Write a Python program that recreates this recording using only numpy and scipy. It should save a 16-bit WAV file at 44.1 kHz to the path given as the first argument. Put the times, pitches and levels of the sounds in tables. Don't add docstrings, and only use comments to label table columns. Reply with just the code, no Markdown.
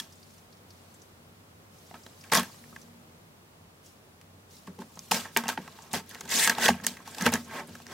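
import sys
import numpy as np
from scipy import signal
from scipy.fft import rfft, irfft, next_fast_len
from scipy.io import wavfile
from scipy.ndimage import uniform_filter1d, map_coordinates

SR = 44100
rng = np.random.default_rng(int(sys.argv[2]) if len(sys.argv) > 2 else 0)


def attenuation_scalar(level_db):
    decades = np.asarray(level_db, float) / 20
    return 10 ** decades


def wav_record(signal):
    frames = np.transpose(np.atleast_2d(signal))
    bounded = np.clip(frames, -1, 1)
    quanta = np.round(bounded * 32767).astype(np.int16)
    wavfile.write(sys.argv[1], SR, quanta)


N = 349707

# t/s, knock peak level/dB, f/Hz, crack over knock level/dB
KNOCKS = [(1.941, -28.5, 900, -23), (2.239, -37, 2300, -6), (2.32, -8, 900, -29), (2.323, -13.5, 460, -30),
          (2.334, -10, 594, -4), (2.352, -7, 1710, -20), (2.383, -13, 1100, -15), (2.407, -28, 1700, -22),
          (2.396, -18, 1100, -4), (2.432, -24, 1690, -19), (2.495, -39, 1150, -15), (2.543, -40, 1150, -19),
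          (2.639, -37, 1936, -14), (2.727, -38, 1140, -28), (4.789, -33.5, 880, -9), (4.818, -28, 970, -28),
          (4.973, -33, 1050, -11), (5.456, -22, 756, -23), (5.469, -25, 2800, -18),
          (5.488, -10.5, 950, -5.5), (5.677, -26.5, 1014, -12), (5.787, -32.5, 900, -20),
          (6.111, -37, 1600, 0), (6.147, -29.5, 2190, -1.5), (6.153, -28, 780, -19), (6.292, -38, 1840, 1),
          (6.583, -13.5, 810, -11), (6.658, -12.5, 483, -20), (6.681, -5, 1810, -11), (6.686, -3, 785, -10),
          (6.702, -10.5, 1760, -19), (6.74, -25, 900, -25), (7.075, -30, 870, -5),
          (7.147, -34.5, 1600, 4.5), (7.183, -26, 899, 0), (7.209, -19, 1670, -5), (7.266, -8.5, 500, -30),
          (7.272, -10.5, 890, -26), (7.752, -28, 1490, -9), (7.8, -33, 820, -23), (7.866, -33, 1680, -18)]
# t/s, knock peak level/dB, f/Hz, crack over knock level/dB
RAIL_TICKS = [(0.0, -30, 3440, 5.5), (2.299, -36, 2300, -8), (2.35, -14, 1300, 2.5),
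              (2.762, -25, 1600, -16), (4.213, -41, 2480, -3.5), (5.1145, -9.5, 2750, 0),
              (5.1165, -8, 830, -7.5), (5.255, -26, 970, -25.5), (5.3637, -10.5, 2270, -12),
              (5.3645, -9, 900, -25), (5.481, -17, 1670, -6), (5.575, -18, 2340, -36),
              (5.5752, -19.5, 900, -35), (6.21, -25.5, 706, -6), (6.474, -7, 1660, -1),
              (6.496, -6, 1670, -1), (6.866, -15, 1770, 0.5), (6.969, -30.5, 1940, -9),
              (7.337, -12.5, 1600, -5), (7.354, -14, 1690, -14)]
# t/s, knock peak level/dB, f/Hz, crack over knock level/dB
DESK_THUMPS = [(1.911, -33.5, 710, -30), (2.064, -30, 3500, -9.5), (2.372, -21, 1800, 10),
               (4.676, -38, 1140, -12), (5.111, -19.5, 1040, 0), (5.372, -16, 1310, 3.5),
               (5.437, -22, 920, -11), (5.936, -17.5, 765, -3), (6.255, -32.5, 899, -3),
               (6.799, -31, 1590, -19), (6.841, -31, 1805, -3), (7.263, -5.5, 1570, -5),
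               (7.322, -17, 796, -15), (7.692, -41, 904, 0)]
# t/s, peak level/dB, f/Hz, t60/s
DINGS = [(0.0, -32, 1740, 0.027), (0.0, -28.5, 3330, 0.027), (0.012, -46, 235, .2),
         (2.352, -18, 1714, 0.043), (2.381, -22.5, 3410, .04), (2.403, -36, 1790, .05),
         (2.405, -33, 3300, .04), (4.675, -40, 1106, 0.046), (4.682, -43, 397, 0.11),
         (4.789, -40, 876, .07), (4.79, -42.5, 379, .2), (4.818, -42, 1060, .05), (4.973, -48, 1080, 0.12),
         (4.972, -44.5, 174, 0.17), (5.255, -39, 1750, 0.044), (5.3637, -16, 1600, 0.02),
         (5.364, -16, 2800, 0.013), (5.3727, -18, 1820, 0.021), (5.366, -30, 399, 0.12),
         (5.437, -35, 1600, .04), (2.353, -20.5, 1088, 0.067), (5.5761, -25, 1620, .025),
         (5.575, -31, 3050, 0.013), (6.583, -26.5, 850, .05), (6.686, -19, 805, 0.06),
         (6.847, -32, 1830, 0.031), (7.003, -42, 1050, 0.046), (7.058, -52, 1710, .05)]
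# t/s, peak level/dB, f/Hz
SNAPS = [(2.3634, -6.5, 4900), (2.3944, -17, 3510), (4.9911, -18, 5700), (5.1125, -11, 11500),
         (5.372, -6, 7000), (5.3706, -3.5, 13500), (5.9315, -11.5, 8400), (5.933, -20, 13500),
         (6.2083, -16, 6240), (6.5504, -20, 3450), (6.8385, -26, 5500), (6.8468, -19, 5700),
         (6.866, 0, 7000), (6.8665, -9, 10900), (7.2225, -10, 6200), (7.3205, -15, 11300),
         (7.3374, -5, 6540), (7.8665, -26, 5600)]
# t/s, peak level/dB, f/Hz
CLICKS = [(2.3345, -9, 9000), (2.3457, -3.5, 5400), (2.351, -5.5, 10000), (2.362, -13, 11000),
          (2.3665, -17, 11000), (2.372, -19, 6000), (2.383, -26, 9000), (2.395, -13, 10000),
          (2.407, -26, 11000), (2.431, -24, 11500), (5.1194, -9.5, 7250), (5.144, -17, 8000),
          (5.15, -18, 3500), (5.166, -29, 6000), (5.4542, -35, 9000), (5.47, -46, 7000),
          (5.481, -9.5, 6700), (5.4871, -18, 9800), (6.0604, -40, 11800), (6.0923, -28, 12000),
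          (6.252, -33, 6270), (6.2758, -37, 6500), (6.2923, -17, 6820), (6.3142, -15, 7900),
          (6.366, -10, 6000), (6.427, -17, 5000), (6.436, -13, 8300), (6.598, -25, 6500), (6.658, -8, 3000),
          (6.6804, -15, 8900), (6.686, -30, 7000), (6.694, -24, 9000), (6.701, -28, 10000),
          (6.708, -35, 10000), (6.733, -24, 2970), (6.755, -35, 11000), (7.209, -30, 9000),
          (7.2157, -23, 5560), (7.22, -22, 10500), (7.239, -32, 6000), (7.332, -19, 3500),
          (7.344, -20, 5000), (7.338, -16, 13100), (7.354, -18, 7000), (7.483, -34, 11000)]
# t/s, peak level/dB, f/Hz
CREASES = [(0.1228, -36, 5500), (0.155, -41, 7500), (0.2284, -37.5, 4700), (0.3044, -44, 5700),
           (0.3797, -39, 5830), (0.525, -41, 4760), (0.57, -45, 5500), (0.7048, -36, 4750),
           (0.941, -38, 7450), (1.0181, -36, 6100), (1.7843, -42, 5860), (2.0338, -37, 5670),
           (1.865, -41, 6000), (2.075, -47, 6000), (2.21, -36, 5500), (2.8144, -35, 5900),
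           (3.8591, -37.5, 6560), (3.89, -48, 6500), (4.508, -41, 5540), (4.5665, -37, 5000),
           (4.9541, -36.5, 6460), (5.72, -41, 4200), (5.8207, -33, 6600), (5.911, -32, 3700),
           (5.914, -34, 7070), (5.922, -35, 2900), (6.811, -36, 6500), (6.881, -24.5, 4200),
           (7.11, -32, 8000), (7.445, -35, 6500), (7.672, -33, 9370), (7.7305, -43, 3780),
           (7.8774, -36, 5940)]
# t/s, peak level/dB, f/Hz
BLADE = [
    (6.295, -27, 5100),
    (6.336, -18.5, 6360),
    (6.369, -18, 8340),
    (6.405, -15.5, 8600),
]
# t/s at full speed, rise/s, hold/s, scrape level/dB, hiss over scrape level/dB
SLIDES = [(5.615, 0.024, 0.27, -57.5, -0.5), (5.942, 0.034, .006, -44, 3), (6.137, 0.1, 0.13, -51, -4),
          (6.103, 0.039, .005, -60.5, 9.5), (6.321, 0.045, 0.081, -34, 4.5), (6.427, 0.091, 0.045, -35, 8),
          (6.581, 0.028, 0.0091, -31, -24), (6.635, 0.039, 0.024, -26.5, 2.5),
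          (6.745, .012, 0.078, -50.5, -23), (6.89, 0.011, 0.14, -53.5, -10),
          (7.06, 0.013, 0.17, -48.5, -3.5), (7.262, 0.0092, .002, -54, 1), (7.265, 0.1, 0.011, -29.5, -9.5),
          (7.536, 0.088, 0.069, -36.5, -15), (7.687, 0.047, 0.14, -58.5, 1.5),
          (7.93, 0.075, .008, -38.5, -9.5)]
# t/s, hold/s, t60/s, scrape level/dB, hiss over scrape level/dB
SHIVERS = [(0.0, .004, 0.28, -48.5, 3), (1.944, 0.0079, 0.12, -45, -27), (2.236, 0.015, 0.29, -51, -8),
           (2.32, 0.051, 0.2, -23, -4.5), (4.672, 0.002, 0.053, -46, -7), (4.803, 0.013, 0.12, -53.5, 0.5),
           (5.115, 0.038, 0.31, -30.5, 0.5), (5.248, .003, 0.16, -42, -43),
           (5.373, .002, 0.16, -26.5, -7.5), (5.438, 0.04, .05, -43, -30), (5.492, .002, 0.18, -29, -5),
           (5.58, .003, 0.26, -47, -38), (5.935, 0.036, 0.14, -32.5, -6), (6.481, 0.0037, 0.04, -29, -26),
           (6.497, 0.0018, 0.2, -25.5, -12), (6.682, 0.0018, 0.16, -24.5, -12), (6.838, .002, 0.13, -42, 1),
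           (6.873, 0.0026, 0.18, -45.5, 10.5), (7.258, 0.0044, 0.096, -20, -33),
           (7.327, 0.019, 0.16, -28, -9)]
# t/s, rise/s, hold/s, level/dB, f/Hz
GLIDE = [
    (5.795, .012, 0.066, -58, 905),
    (5.92, .05, .006, -55, 905),
    (6.115, 0.0073, 0.039, -55, 1650),
    (6.317, 0.035, 0.035, -34.5, 1900),
    (6.43, 0.069, 0.041, -29, 1960),
    (6.642, 0.053, 0.025, -24, 1750),
    (7.226, 0.021, 0.0087, -35.5, 1825),
]
# t/s at full speed, rise/s, hold/s, level/dB
DRAGS = [
    (4.89, .02, .02, -64),
    (5.06, 0.033, 0.025, -62.5),
    (6.597, 0.026, 0.091, -38),
    (7.538, 0.054, 0.078, -43.5),
    (7.906, 0.04, .02, -47.5),
]
# t/s, hold/s, t60/s, desk level/dB
PALMS = [(1.933, 0.013, 0.22, -54), (2.376, 0.036, 0.15, -47), (4.682, 0.0082, 0.28, -48),
         (4.786, 0.032, 0.27, -46.5), (4.962, 0.04, 0.12, -58), (5.124, 0.019, 0.13, -44),
         (5.575, 0.014, 0.11, -39), (5.957, 0.02, 0.17, -44), (6.233, 0.026, 0.083, -50),
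         (6.322, 0.035, 0.073, -50), (6.696, 0.012, 0.08, -32.5), (6.821, 0.12, 0.32, -49.5),
         (7.205, 0.026, 0.15, -39), (7.268, 0.04, 0.11, -38), (7.34, 0.061, 0.16, -45),
         (7.485, 0.043, 0.24, -60), (7.685, 0.012, 0.44, -48)]
# t/s, rise/s, hold/s, level/dB
GLOVES = [(0.102, .03, 0.3, -64), (0.69, .03, .36, -67), (1.746, 0.064, 0.8, -62.5),
          (2.448, .012, 0.37, -62), (3.849, .035, .03, -59.5), (4.511, .03, 0.071, -58.5),
          (5.08, 0.46, 0.015, -56.5), (4.994, .006, 0.023, -64), (5.343, 0.041, .005, -52.5),
          (7.363, .02, 0.032, -50.5)]
# t/s, free/s, peak level/dB, lower note over upper level/dB
DRUMS = [(2.373, 0.057, -26, -3), (4.678, 0.029, -36.5, 12), (4.791, 0.051, -38.5, -2),
         (5.133, 0.07, -33, -4), (5.376, 0.046, -32, -5), (5.454, 0.041, -36, -4), (5.577, 0.03, -39, -7),
         (5.94, 0.055, -39, -3), (6.84, 0.095, -38, -10), (6.697, 0.072, -28.5, 3), (7.218, 0.02, -27, 9),
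         (7.266, 0.049, -26, -8), (7.33, 0.023, -24, -16)]
# t/s, peak level/dB
HEAVES = [
    (2.392, -43),
    (4.675, -46.5),
    (5.112, -44),
    (5.931, -42),
    (6.685, -31),
    (7.225, -47),
    (7.265, -29),
    (7.329, -36),
    (7.7, -49),
]

# f/Hz, width/Hz, level/dB
BOARD = [(457, 35, -6.5), (680, 152, -1.5), (900, 33, 0.5), (1087, 43, 1.5), (1295, 29.5, -2),
         (1600, 93, 1.5), (1907, 250, -7.5), (2360, 290, -5.5), (2800, 470, -14.5), (3450, 310, -9),
         (5000, 1500, -23)]
# f/Hz, width/Hz, level/dB
FRAME = [(660, 1250, -11.5), (2140, 5900, -23.5)]
# f/Hz, width/Hz, level/dB
DESK = [(169, 30, -9), (193, 26, 3), (234, 21, 6.5), (375, 60, -6.5)]
# f/Hz, width/Hz, level/dB
UNDERSIDE = [(383, 25, 5), (586, 27, 1), (750, 38, 2), (903, 32, 2.5), (1060, 75, 0)]
# f/Hz, width/Hz, level/dB
GLOVE_FOLDS = [(5300, 5700, 23), (9500, 10000, -22)]
# f/Hz, level/dB per Hz
PAPER = [(1470, -30), (2500, 0), (3430, -0.5), (4820, -0.5), (5800, -0.5), (6310, -0.5), (8010, -2.5),
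         (10700, -9), (11900, -6.5), (15800, -12)]

# f/Hz, likeness
NEAR_ALIKE = [(60, 1), (180, 1.0), (550, 1), (1650, 0.93), (4970, 0.4), (9000, 0.24), (15000, 0.38)]
# f/Hz, likeness
AIR_ALIKE = [(60, 0.94), (150, 0.99), (380, 0.55), (950, -0.089), (2380, -0.39), (5980, -0.16),
             (15000, 0.41)]
# f/Hz, t60/s
ROOM = [(200, 0.043), (2000, 0.54), (12000, 0.47)]
# f/Hz, level/dB per Hz
AIR = [(12, -71.5), (20, -26), (59, -13), (74, -11.5), (93, -2.5), (119, -9), (158, -2.5), (209, -7),
       (240, -9), (308, -11), (443, -10.5), (969, -14.5), (1110, -14.5), (1510, -18.5), (15800, -32)]
# t/s, level/dB
AIR_SWELL = [(.3, -1.5), (.7, 0), (1.4, -1), (2.8, 0.5), (3.5, -1.5)]
# f/Hz, width/Hz, level/dB
HUM = [(155, 13, 2), (236.4, 4.4, 8)]
# t/s, level/dB
DRONE = [(0, -3), (.5, -12), (1.15, 0), (1.4, -11), (2.3, -10), (2.6, 1.5), (2.95, -6), (3.2, 4),
         (3.45, -18), (3.9, -8), (4.6, -11.5), (7.93, 5.5)]

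RISE_DB, PRESS_DB_PER_S, STOP_T60_S = 19, 2.5, 0.15
CRACK_T60_S, CREASE_T60_S, SNAP_T60_S, CLICK_T60_S = 0.021, 0.057, 0.012, 0.012
DRUM_HZ, DRUM_T60_S, DRUM_STOP_T60_S = (187.3, 233.1), 0.4, 0.046
HEAVE_HZ, HEAVE_T60_S = 89.4, 0.22
AIR_DB, MOTOR_HZ, MOTOR_DB = -61.5, 93, -61
TOP_HZ = 15850


def unit(x):
    return x / np.sqrt(np.mean(x ** 2) + 1e-20)


def along(points, hz):
    f, v = np.transpose(points)
    return np.interp(np.log(hz + 1), np.log(f + 1), v)


def wobble(rate_hz):
    knots = rng.standard_normal(int(N * rate_hz / SR) + 4)
    return map_coordinates(knots, [np.arange(N) * rate_hz / SR])


def filtered(x, response):
    n = x.shape[-1]
    m = next_fast_len(n + min(n, SR // 4))
    return irfft(rfft(x, m) * response(np.fft.rfftfreq(m, 1 / SR)), m)[..., :n]


def modes(table, flip=-1):
    def response(f):
        total = 0
        for k, (center, width, db) in enumerate(table):
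            damping = 1j * f * width
            total = total + flip ** k * attenuation_scalar(db) * damping / (center * center - f * f + damping)
        return total
    return response


def add(track, s, piece, db):
    at = track[..., round(s * SR):][..., :piece.shape[-1]]
    at += attenuation_scalar(db) / np.abs(piece).max() * piece[..., :at.shape[-1]]


def knocks():
    out, t = np.zeros((2, N)), np.arange(SR // 16) / SR
    board, shell = modes(BOARD), modes([(1450, 5400, 0)])
    thud = filtered(np.outer([1, 0], np.arange(SR // 4) == 0), modes(DESK, 1))
    contact = np.hanning(SR // 5500)[None]
    # contacts, thud over knock/dB, share of ring the hand leaves undamped
    kinds = [(RAIL_TICKS, -17.5, 0.1), (KNOCKS, -15, 0.25), (DESK_THUMPS, -2, 0.12)]
    events = [(*row, thud_db, left) for rows, thud_db, left in kinds for row in rows]
    for s, db, hz, crack_db, thud_db, left in events:
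        blow = 0.14 * rng.standard_normal((2, len(t))) * attenuation_scalar(-60 * t / 0.021) * [[1], [0.3]]
        blow[0, 0] += 1
        blow = signal.fftconvolve(blow, contact, axes=1)[:, :len(t)]
        near = modes([(hz, 0.14 * hz, 0)])
        ring = filtered(blow, lambda f: (near(f) + 0.21 * shell(f)) * (board(f) + 0.42 * shell(f)))
        damped = attenuation_scalar(-60 * t / 0.088) + left
        add(out, s, ring * damped * (1 - np.exp(-t / 0.00067)), db - 6)

        decay = attenuation_scalar(-60 * t / CRACK_T60_S) + 2.8 * attenuation_scalar(-60 * t / 0.0037)
        rattle = rng.standard_normal((2, len(t))) * decay * (1 - np.exp(-t / 0.0012)) * [[1], [0.4]]
        edge_hz = 30000 * attenuation_scalar(0.072 * db)
        crack = filtered(rattle, lambda f: attenuation_scalar(along(PAPER, f)) / (1 + (f / edge_hz) ** 2))
        add(out, s, crack, db + crack_db)
        add(out, s, thud, db + thud_db - 7.5)
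    return out


def dings():
    out, t = np.zeros((2, N)), np.arange(SR // 8) / SR
    for s, db, hz, t60 in DINGS:
        sway = 0.66 * uniform_filter1d(rng.standard_normal(len(t)), size=40)
        tone = np.sin(2 * np.pi * hz * t + 3 * sway)
        add(out[0], s, tone * attenuation_scalar(-60 * t / t60) * (1 - np.exp(-t / 0.0001)), db)
    return out


def snaps():
    out, t = np.zeros((2, N)), np.arange(SR // 20) / SR
    kinds = [(CREASES, CREASE_T60_S), (SNAPS, SNAP_T60_S), (CLICKS, CLICK_T60_S)]
    for s, db, hz, t60 in [(*row, t60) for rows, t60 in kinds for row in rows]:
        envelope = attenuation_scalar(-60 * t / t60) * (1 - np.exp(-t / 0.0004))
        puff = rng.standard_normal((2, len(t))) * [[1], [0.45]] * envelope
        pitch = modes([(hz, 0.34 * hz, 0)])
        add(out, s, filtered(puff, lambda f: pitch(f) * (pitch(f) + 0.83)), db - 7)
    return out


def blade():
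    out, swell = np.zeros((2, N)), np.hanning(SR // 14)
    for s, db, hz in BLADE:
        edge = modes([(hz, 0.39 * hz, 0)])
        noise = swell * rng.standard_normal((2, len(swell)))
        add(out, s, filtered(noise, lambda f: edge(f) ** 2), db)
    return out


def push(s, rise, hold, db, press, t60):
    top = db + press * hold
    return np.cumsum([s - rise, rise, hold, t60]), np.array([db - RISE_DB, db, top, top - 60])


def pushed(spans):
    t = np.arange(0, N, 16) / SR
    drive = sum(attenuation_scalar(np.interp(t, s, db, -200, -200)) for s, db in spans)
    return np.interp(np.arange(N) / SR, t, drive)


def grit(rate_hz, depth_db, patchy_db):
    grains = attenuation_scalar(depth_db * wobble(rate_hz)) * rng.standard_normal((2, N))
    z = signal.stft(grains, nperseg=256)[2]
    field = uniform_filter1d(rng.standard_normal(z.shape[1:]), size=2, axis=0)
    field = uniform_filter1d(field, size=5, axis=1)
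    return unit(signal.istft(z * attenuation_scalar(patchy_db * unit(field)), nperseg=256)[1][:, :N])


def rubbing(spans, response, grains):
    gain = np.std(filtered(rng.standard_normal(SR), response))
    return filtered(pushed(spans) * grains, response) / gain


def scrape(spans):
    board, frame = modes(BOARD), modes(FRAME, 1)
    levels = [(s, db - 3) for s, db, _ in spans]
    return rubbing(levels, lambda hz: board(hz) + frame(hz), grit(300, 1.35, 2.8))


def paper_hiss(spans):
    grains = attenuation_scalar(0.7 * wobble(70)) * grit(600, 1.85, 2.9)
    levels = [(s, db + hiss_db) for s, db, hiss_db in spans]
    return rubbing(levels, lambda hz: attenuation_scalar(along(PAPER, hz)), grains)


def desk_rumble(spans):
    friction = [(s, 0.78 * db - 19) for s, db, _ in spans]
    weight = [push(s, 0.0053, hold, db, -40, t60) for s, hold, t60, db in PALMS]
    return rubbing(friction + weight, modes(DESK, 1), rng.standard_normal((2, N)) * [[1], [0.3]])


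def drag():
    spans = [push(*row, 1.5, 0.12) for row in DRAGS]
    return rubbing(spans, modes(UNDERSIDE), rng.standard_normal((2, N)) * [[1], [0.35]])


def glide():
    t, note = np.arange(N) / SR, np.zeros((2, N))
    hz = np.interp(t, [row[0] for row in GLIDE], [row[-1] for row in GLIDE])
    phase = 2 * np.pi * np.cumsum(hz) / SR
    fuzzy = unit(wobble(650) * np.sin(phase) + wobble(650) * np.cos(phase))
    note[0] = pushed([push(*row[:-1], -50, 0.076) for row in GLIDE]) * fuzzy
    return note


def glove_rustle():
    spans = [push(*row, 1, 0.43) for row in GLOVES]
    return rubbing(spans, modes(GLOVE_FOLDS), attenuation_scalar(1) * grit(90, 1.04, 3.3))


def strokes():
    spans = [(*push(s, 0.0044, hold, db, -9, t60), hiss_db) for s, hold, t60, db, hiss_db in SHIVERS]
    for s, rise, hold, db, hiss_db in SLIDES:
        spans.append((*push(s, rise, hold, db, PRESS_DB_PER_S, STOP_T60_S), hiss_db))
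    return scrape(spans) + paper_hiss(spans) + desk_rumble(spans) + drag() + glide() + glove_rustle()


def drum():
    out, t = np.zeros((2, N)), np.arange(SR // 4) / SR
    low, high = np.sin(2 * np.pi * np.outer(DRUM_HZ, t))
    for s, free, db, low_db in DRUMS:
        fade_db = -60 * (t / DRUM_T60_S + np.maximum(t - free, 0) / DRUM_STOP_T60_S)
        add(out[0], s, (high - attenuation_scalar(low_db) * low) * attenuation_scalar(fade_db) * (1 - np.exp(-t / 0.0043)), db)
    return out


def heave():
    out, t = np.zeros((2, N)), np.arange(SR // 4) / SR
    sway = np.sin(2 * np.pi * HEAVE_HZ * t) + 0.64 * np.sin(2 * np.pi * 1.7 * HEAVE_HZ * t)
    for s, db in HEAVES:
        add(out[0], s, sway * attenuation_scalar(-60 * t / HEAVE_T60_S) * (1 - np.exp(-t / 0.01)), db - 1.5)
    return out


def stereo(pair, alike):
    def mid_side(hz):
        turn = np.arccos(np.clip(along(alike, hz), -1, 1)) / 2
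        return np.array([np.cos(turn), np.sin(turn)])
    mid, side = filtered(pair, mid_side)
    return np.array([mid + side, mid - side])


def placed(x):
    lean = [(300, 0), (700, -0.073), (1800, -0.58), (5000, -0.55), (10000, 1.0)]  # f/Hz, left level/dB

    def ports(hz):
        lean_db = along(lean, hz)
        return attenuation_scalar([lean_db, -lean_db]) * 1j * hz / (70 + 1j * hz)
    return filtered(x, ports)


def room(x):
    hz, t, z = signal.stft(rng.standard_normal((2, SR // 2)), SR, nperseg=256)
    bass_cut = (hz / (hz + 900))[:, None]
    decay = attenuation_scalar(-60 * t / along(ROOM, hz)[:, None])
    tail = signal.istft(z * bass_cut * decay, SR, nperseg=256)[1]
    delayed = np.pad(x, (300, 0))[None]
    return signal.fftconvolve(delayed, tail / np.linalg.norm(tail[0]), axes=1)[:, :N]


def air():
    t = np.arange(N) / SR
    hiss = unit(filtered(rng.standard_normal((2, N)), lambda hz: attenuation_scalar(along(AIR, hz))))
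    drone_db = np.interp(t, *np.transpose(DRONE)) + 2.8 * wobble(4.7)
    hum = modes(HUM)
    drone = unit(filtered(attenuation_scalar(drone_db) * rng.standard_normal((2, N)), lambda hz: hum(hz) ** 2))
    phase = 2 * np.pi * MOTOR_HZ * t + 1.84 * wobble(10)
    motor = attenuation_scalar(MOTOR_DB + wobble(8.2)) * np.sin(phase)
    level = attenuation_scalar(AIR_DB + np.interp(t, *np.transpose(AIR_SWELL)))
    return level * stereo(attenuation_scalar(7) * hiss + attenuation_scalar(-2) * drone, AIR_ALIKE) + motor


def scene():
    sources = knocks() + dings() + snaps() + blade() + strokes() + drum() + heave()
    near = placed(stereo(sources, NEAR_ALIKE))
    return near + attenuation_scalar(-23.5) * room(near.mean(axis=0)) + air()


def roll_off(x):
    return signal.sosfilt(signal.butter(12, 17010, fs=SR, output="sos"), x)


def record(dry):
    held = dry / (1 + np.abs(dry / 0.75) ** 3) ** (1 / 3)
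    mix = filtered(held, lambda hz: np.where(hz < TOP_HZ, 1, attenuation_scalar(-33)))
    return roll_off(mix)


dry = scene()
out = record(dry)
wav_record(out)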